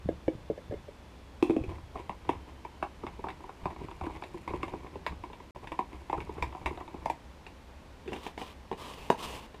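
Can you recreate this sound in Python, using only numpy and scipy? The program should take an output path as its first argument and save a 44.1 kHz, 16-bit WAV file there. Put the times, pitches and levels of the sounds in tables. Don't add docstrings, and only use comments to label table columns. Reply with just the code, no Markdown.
import sys
import numpy as np
from scipy import signal
from scipy.fft import rfft, irfft, next_fast_len
from scipy.io import wavfile
from scipy.ndimage import map_coordinates

SR = 44100
rng = np.random.default_rng(int(sys.argv[2]) if len(sys.argv) > 2 else 0)


def generate_wav(sig):
    pcm = np.round(np.clip(np.atleast_2d(sig).T, -1, 1) * 32767).astype(np.int16)
    wavfile.write(sys.argv[1], SR, pcm)


N = 423360

# pitch in Hz, relative level in dB, seconds to fade by 60 dB.
CUP_TONES = [(170, -11, 0.029), (276, -9.5, 0.033), (350.4, -1.5, 0.038), (412, 0.5, 0.014),
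             (680, -3.5, 0.0093), (777, -4, 0.018), (966, -1, 0.018), (1089, -3, 0.0088),
             (1790, 3.5, 0.005), (2240, 0, 0.017), (2599, 0.5, 0.0078), (3700, -7.5, 0.0089),
             (4780, -17, 0.008)]
# start in seconds,
# relative level in dB, hardness in dB.
WALL_CLICKS = [(1.955, -28, -15), (2.093, -23.5, -0.5), (2.29, -16.3, -0.5), (2.648, -28.5, -1),
               (2.825, -19, 0.5), (3.065, -29, 4.5), (3.239, -24.5, -5.5), (3.267, -28, -9),
               (3.284, -30.5, 8), (3.301, -37.5, 12.5), (3.438, -33.5, -3), (3.491, -32, -5.5),
               (3.654, -21, -2), (3.883, -34, -2), (3.911, -35, 3), (4.01, -27, -4), (4.038, -34, 2),
               (4.221, -30, 2), (4.236, -35, 11.5), (4.476, -24.5, 2), (4.534, -27.5, -5),
               (4.629, -24.5, 7.5), (4.679, -32, 4.5), (4.735, -33, -12), (5.063, -21.5, 9),
               (5.236, -29, 0), (5.33, -37.5, 7), (5.559, -33, -5), (5.671, -38, 14.5), (5.718, -26, 3),
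               (5.789, -16, -5), (6.096, -22.5, -2.5), (6.127, -17.5, -5.5), (6.202, -38, 16),
               (6.423, -20, 9), (6.548, -29.5, -5), (6.658, -20.5, 9), (6.773, -32.5, 1.5),
               (6.807, -29.5, -7)]
# start in seconds, relative level in dB.
FLOOR_THUDS = [(2.29, -27.5), (3.034, -35.5), (3.19, -40), (3.654, -36), (3.811, -39), (4.064, -32.5),
               (4.341, -39.5), (4.505, -36), (4.537, -31), (4.629, -37), (4.735, -36), (4.955, -37),
               (5.121, -42), (6.178, -35.5), (6.291, -35.5), (6.378, -38), (6.707, -36), (6.941, -37.5)]
# start in seconds, relative level in dB, hardness in dB.
RIM_KNOCKS = [(7.057, -19.5, -1), (7.098, -18.5, 0.5)]
def stick():
    clicks = knocks(WALL_CLICKS + grazes(), CUP_TONES, body_db=-16, body_give=0.27, wall_db=-9,
                    edge_db=-21.5, tick_db=-41.5, tick_s=0.024, scuff_db=-9.5, scuff_s=0.028,
                    clutter_db=-3, clutter_s=0.12, delay_s=0.00149)
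    thuds = knocks([(s, db, 0) for s, db in FLOOR_THUDS], CUP_TONES, body_db=-0.5, body_give=0,
                   wall_db=-6, edge_db=-24, tick_db=-42, tick_s=0.028, scuff_db=-8, scuff_s=0.027,
                   clutter_db=-3, clutter_s=0.09, delay_s=0.00163)
    topple = knocks(RIM_KNOCKS, CUP_TONES, body_db=-17.5, body_give=0.4, wall_db=-7.5,
                    edge_db=-22.5, tick_db=-34.5, tick_s=0.014, scuff_db=-8.5, scuff_s=0.035,
                    clutter_db=-5, clutter_s=0.13, delay_s=0.00104, tuning=0.943)
    return amp(-0.5) * (clicks + thuds + topple)


def grazes(most_per_s=4, usual_db=-39.5, spread_db=3.5):
    times = np.flatnonzero(rng.random(N) < most_per_s * stirring_effort() / SR) / SR
    offsets_db = spread_db * rng.standard_normal((len(times), 2))
    return [(s, usual_db + louder, harder) for s, (louder, harder) in zip(times, offsets_db)]


# time in seconds, effort from 0 to 1.
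EFFORT = [(1.55, 0.17), (1.7, 0.47), (3.0, .45), (3.3, 0.6), (4.1, 1), (4.7, .9), (5.0, 0.27), (5.6, 0.3),
          (6.2, 1), (6.75, 1), (7.2, 0.3)]
def stirring_effort():
    return np.interp(np.arange(N) / SR, *np.transpose(EFFORT), left=0, right=0)


# middle in seconds, length in seconds, relative level in dB.
SCRAPES = [(1.721, 0.081, -43), (1.99, 0.07, -42.5), (2.486, 0.031, -45), (3.846, 0.019, -42),
           (4.154, 0.044, -45.5), (4.774, 0.014, -43), (4.844, 0.03, -45.5), (5.441, 0.016, -48),
           (5.64, 0.026, -44), (5.951, 0.055, -43.5)]
# frequency in Hz, boost in dB.
DRAG_SPECTRUM = [(100, 6.5), (200, -3.5), (340, 12.5), (540, -3), (800, 1.5), (1000, 5.5), (1300, -10),
                 (2000, -46)]
SMEAR_SPECTRUM = [(900, -30), (1500, -7), (2250, 6), (2800, -2.5), (4000, -11.5), (6000, -21), (9000, -21),
                  (15000, -44)]
HISS_SPECTRUM = [(2500, -37), (5000, 5), (8500, 6), (12000, -2), (15000, -16)]
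def stirring():
    t = np.arange(N) / SR
    effort = stirring_effort()
    pressure = amp(-57.5) * effort + amp(-16) * pushes(FLOOR_THUDS)
    for middle, length, db in SCRAPES:
        pressure += amp(db) * np.exp(-(2 * (t - middle) / length) ** 4)
    pressure *= amp(3.5 * wobble(45))
    drag = coloured(friction(slips_per_s=300, spread_db=3, smooth=0.5), DRAG_SPECTRUM)
    smear = coloured(friction(slips_per_s=300, spread_db=3.5, smooth=0.8), SMEAR_SPECTRUM)
    beating = effort ** 2 * amp(0.62 * wobble(14))
    pockets = friction(slips_per_s=90, spread_db=3, smooth=0)
    snaps = signal.fftconvolve(pockets, burst(t[:SR // 50], fade_s=0.008))[:N]
    crackle = amp(-70.5) * coloured(snaps, SMEAR_SPECTRUM) + amp(-77) * coloured(snaps, HISS_SPECTRUM)
    return pressure * (amp(-2.5) * drag + amp(-15) * smear) + beating * crackle


# pitch in Hz, relative level in dB, seconds to fade by 60 dB.
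HELD_JAR_TONES = [(151, -6, 0.0094), (247, 2.5, 0.012), (293, 1.5, 0.024), (389, 0, 0.018), (558, 0, 0.02),
                  (680, 0, 0.0073), (1690, 10, 0.019), (2210, 2, 0.053), (2900, 3, .012)]
STANDING_JAR_TONES = [(170, -12.5, 0.032), (276, 1, 0.023), (324, 3, 0.051), (439, 0, 0.012),
                      (763, 5, 0.017), (1050, -2, 0.015), (2370, 0, 0.011), (2550, -1.5, 0.028),
                      (3220, -3, 0.0061)]
# start in seconds, relative level in dB, hardness in dB.
JAR_TAPS = [(0.086, -14.5, -3), (0.278, -10.5, -1.5), (0.497, -20, -8.5), (0.574, -38, 13),
            (0.707, -34, 10), (0.72, -29, 3), (0.736, -32.5, 7.5), (0.88, -41.5, 5)]
JAR_LANDING = [(1.423, -5.5, 2), (1.494, -11, -5), (1.503, -17, 2), (1.562, -14, -2.5), (1.635, -30, 14)]
def jar():
    taps = knocks(JAR_TAPS, HELD_JAR_TONES, body_db=-5, body_give=0.34, wall_db=-24.5,
                  edge_db=-32.5, tick_db=-65, tick_s=0.026, scuff_db=-4, scuff_s=0.067,
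                  clutter_db=-24, clutter_s=0.42, delay_s=0.0028)
    landing = knocks(JAR_LANDING, STANDING_JAR_TONES, body_db=-5, body_give=0.23, wall_db=-23.5,
                     edge_db=-30.5, tick_db=-48.5, tick_s=0.045, scuff_db=-5.5, scuff_s=0.07,
                     clutter_db=-8.5, clutter_s=0.34, delay_s=0.003)
    return amp(-0.5) * taps + amp(-2) * landing


# pitch in Hz, relative level in dB, seconds to fade by 60 dB.
LID_TONES = [(162, -13, 0.03), (311, -5.5, 0.02), (365, -3.5, 0.026), (440, -4.5, 0.022), (650, -6, 0.02),
             (814, 1.5, 0.011), (1034, -6, 0.03), (1740, 2.5, 0.0053), (2420, -5.5, 0.02),
             (2790, -4.5, 0.015), (3670, -8.5, 0.0097), (4830, -20, 0.021)]
# start in seconds, relative level in dB, hardness in dB.
LID_KNOCKS = [(7.464, -40.5, 10.5), (8.075, -48, 17), (8.118, -32.5, -9), (8.13, -31.5, 7.5),
              (8.16, -38.5, 7.5), (8.264, -28.5, 2.5), (8.376, -30.5, 3), (8.414, -30, 2),
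              (8.713, -24.5, -8.5), (8.726, -29, -4), (9.1, -9.5, -4.5), (9.542, -40.5, 2)]
# start in seconds, relative level in dB.
PALM_PRESSES = [(8.057, -43), (8.076, -34.5), (8.089, -37.5), (8.12, -36.5)]
def lid():
    knocking = knocks(LID_KNOCKS, LID_TONES, body_db=-14, body_give=0.089, wall_db=-13.5,
                      edge_db=-21, tick_db=-36, tick_s=0.045, scuff_db=-9.5, scuff_s=0.074,
                      clutter_db=-10.5, clutter_s=0.22, delay_s=0.0015)
    pressing = knocks([(s, db, 0) for s, db in PALM_PRESSES], LID_TONES, body_db=-6, body_give=0,
                      wall_db=-28, edge_db=-22, tick_db=-55, tick_s=0.03, scuff_db=-11, scuff_s=0.032,
                      clutter_db=0.5, clutter_s=0.28, delay_s=0.00141)
    return amp(3.5) * (knocking + pressing)


# start in seconds, end in seconds, relative level in dB.
TWISTS = [(8.093, 8.32, -56), (8.23, 8.282, -53), (8.385, 8.445, -51), (8.44, 8.535, -54.5),
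          (8.773, 8.949, -49.5), (8.934, 9.109, -51.5), (9.175, 9.4, -46.5), (9.224, 9.262, -46.5),
          (9.396, 9.467, -55)]
# frequency in Hz at the usual grip, boost in dB.
THREAD_SPECTRUM = [(150, 4.5), (480, 9), (680, 4), (800, 7.5), (1070, 11.5), (1400, -3.5), (2100, -2),
                   (2900, 4), (4200, -5.5), (4850, -7), (5800, -12.5), (12000, -20)]
# time in seconds, pitch in Hz.
GRIP_PITCH = [(8.78, 1075), (8.936, 1054), (9.048, 921), (9.172, 932), (9.216, 1105), (9.31, 975.4),
              (9.48, 970)]
def thread(usual_ring_hz=1022, usual_rub_db=-49):
    t = np.arange(N) / SR
    rub = coloured(friction(slips_per_s=1800, spread_db=3, smooth=0.9), THREAD_SPECTRUM)
    ring_hz = np.interp(t, *np.transpose(GRIP_PITCH))
    rub = map_coordinates(rub, [np.cumsum(ring_hz / usual_ring_hz)], mode="mirror")
    hiss = coloured(friction(slips_per_s=1400, spread_db=3.5, smooth=0.8), HISS_SPECTRUM)
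    out = np.zeros(N)
    for start, end, rub_db in TWISTS:
        hiss_db = -62.5 + 1.9 * (rub_db - usual_rub_db)
        progress = np.clip((t - start) / (end - start), 0, 1)
        speed = (4 * progress * (1 - progress)) ** 0.3
        out += speed * (amp(rub_db + 3.5) * rub + amp(hiss_db) * hiss)
    return out * amp(0.9 * wobble(60))


# start in seconds, level in dB, pitch in Hz.
BUMPS = [(0.058, -24, 170), (0.352, -31.5, 114), (0.698, -30, 103), (1.613, -28.5, 128), (1.682, -27, 84.6),
         (1.835, -38, 100), (3.632, -35, 63), (3.841, -37, 129), (4.024, -34.5, 73), (5.11, -33, 67),
         (6.18, -33, 114), (6.422, -30, 68.4), (6.661, -30, 68)]
# frequency in Hz, boost in dB.
BENCH_SPECTRUM = [(20, -21), (40, -3.5), (52, -12), (65, 4.5), (85, -2.5), (125, -9.5), (175, -8.5),
                  (300, -38), (600, -76)]
def bench(resting_hands_db=-56):
    shake = amp(resting_hands_db) + amp(-17) * pushes(FLOOR_THUDS) + amp(-16) * pushes(BUMPS)
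    out = shake * coloured(rng.standard_normal(N), BENCH_SPECTRUM)
    t = np.arange(SR // 4) / SR
    for start, db, hz in BUMPS:
        add(out, start, amp(db) * np.sin(2 * np.pi * hz * t) * fading(t, fade_s=9 / hz))
    return out


# frequency in Hz, seconds to fade by 60 dB.
ECHO_FADES = [(150, 0.18), (600, 0.16), (2500, 0.15), (10000, 0.19)]
def room(sound):
    hz, t, noise = signal.stft(rng.standard_normal(SR // 2), SR, nperseg=256)
    _, tail = signal.istft(noise * fading(t, along(ECHO_FADES, hz)[:, None]), SR, nperseg=256)
    tail = np.pad(tail / np.linalg.norm(tail), (SR // 100, 0))
    return signal.fftconvolve(sound, tail)[:N]


# frequency in Hz, boost in dB.
AIR_SPECTRUM = [(12, -53), (20, -12.5), (64, -4), (119, -18.5), (245, -13), (416, -17.5), (565, -17.5),
                (705, -21.5), (932, -18.5), (1040, -20.5), (1340, -26), (2210, -27.5), (4070, -33.5),
                (14300, -51), (15500, -71)]
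def background():
    t = np.arange(N) / SR
    air = amp(-53) * coloured(rng.standard_normal(N), AIR_SPECTRUM)
    hum_gain = amp(-57.5 + 2 * wobble(8))
    hum_hz = 64 + 2 * wobble(6)
    hum = hum_gain * np.sin(2 * np.pi * np.cumsum(hum_hz) / SR)
    whistle_hz = 3500 - 220 * np.maximum(t - 0.81, 0)
    whistle_gain = amp(-75.5) * np.clip((4.1 - t) / 0.8, 0, 1)
    phase = 2 * np.pi * np.cumsum(whistle_hz) / SR
    whistle = whistle_gain * (wobble(150) * np.sin(phase) + wobble(150) * np.cos(phase))
    return air + hum + whistle


# frequency in Hz, boost in dB.
TICK_SPECTRUM = [(2500, -14), (4000, 11), (4900, 10), (5800, 8.5), (8800, 6.5), (11000, -2), (15000, -7)]
def knocks(rows, tones, body_db, body_give, wall_db, edge_db, tick_db, tick_s,
           scuff_db, scuff_s, clutter_db, clutter_s, delay_s, tuning=1):
    out, t = np.zeros(N), np.arange(SR // 5) / SR
    hz, tone_db, fade_s = np.transpose(tones)
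    family = np.digitize(hz, [590, 1500])
    signs = (-1) ** np.arange(len(hz))
    for start, level_db, hardness_db in rows:
        pitch = tuning * hz * np.exp(0.03 * rng.standard_normal(len(hz)))
        gain = signs * amp(tone_db + 2 * rng.standard_normal(len(hz)))
        rings = gain[:, None] * np.sin(2 * np.pi * pitch[:, None] * t) * fading(t, fade_s[:, None])
        tick = coloured(rng.standard_normal(len(t)), TICK_SPECTRUM) * fading(t, tick_s)
        parts = np.array([rings[family == k].sum(axis=0) for k in range(3)] + [tick])
        scuff = amp(scuff_db - 0.5 * (level_db + 18.5)) * burst(t, scuff_s)
        clutter = amp(clutter_db) * burst(t, clutter_s)
        scattered = signal.fftconvolve(parts, (scuff + clutter)[None], axes=1)[:, :len(t)]
        parts += amp([0, 1.5, 2.5, 6])[:, None] * scattered
        force_db = level_db + 25
        hollow_db = body_db - body_give * force_db - 0.14 * hardness_db
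        snap_db = tick_db + hardness_db + 0.13 * force_db
        strengths = amp(level_db + np.array([hollow_db, wall_db, edge_db + hardness_db, snap_db]))
        opening_levels = np.sqrt(np.mean(parts[:, :SR // 100] ** 2, axis=1))
        add(out, start + delay_s, (strengths / opening_levels) @ parts)
    return out


def friction(slips_per_s, spread_db, smooth):
    slips = (rng.random(N) < slips_per_s / SR) * rng.choice([-1, 1], N)
    sizes = amp(spread_db * np.minimum(rng.exponential(size=N), 3))
    return unit(slips * sizes) + smooth * rng.standard_normal(N)


def pushes(rows, rise_s=0.016, fall_s=0.071):
    t = np.arange(N) / SR
    return sum(amp(db) * np.exp(-np.maximum((s - t) / rise_s, (t - s) / fall_s).clip(0, 20))
               for s, db, *_ in rows)


def amp(db):
    return 10 ** (np.asarray(db) / 20)


def unit(sound):
    return sound / np.sqrt(np.mean(sound ** 2) + 1e-20)


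def along(points, hz):
    row_hz, values = np.transpose(points)
    return np.interp(np.log(hz + 1), np.log(row_hz + 1), values)


def wobble(per_s):
    return map_coordinates(rng.standard_normal(int(N * per_s / SR) + 4), [np.arange(N) * per_s / SR])


def coloured(sound, spectrum):
    size = next_fast_len(len(sound) + 8192)
    gains = amp(along(spectrum, np.fft.rfftfreq(size, 1 / SR)))
    return unit(irfft(rfft(sound, size) * gains, size)[:len(sound)])


def add(track, start, sound):
    part = track[max(round(start * SR), 0):][:len(sound)]
    part += sound[:len(part)]


def fading(t, fade_s):
    return np.exp(-np.log(1000) * t / fade_s)


def burst(t, fade_s):
    noise = rng.standard_normal(len(t)) * fading(t, fade_s)
    return noise / np.linalg.norm(noise)


def scene():
    handling = stick() + jar() + lid() + stirring() + thread()
    return (handling + amp(-13.5) * room(handling) + bench() + background())[None]


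def record(dry, top_hz=15400):
    t = np.arange(N) / SR
    gated = dry * ((t < 5.5087) | (t > 5.5485))
    size = next_fast_len(N + 8192)
    kept = np.fft.rfftfreq(size, 1 / SR) < top_hz
    return irfft(rfft(gated, size) * kept, size)[:, :N]


dry = scene()
out = record(dry)
generate_wav(out)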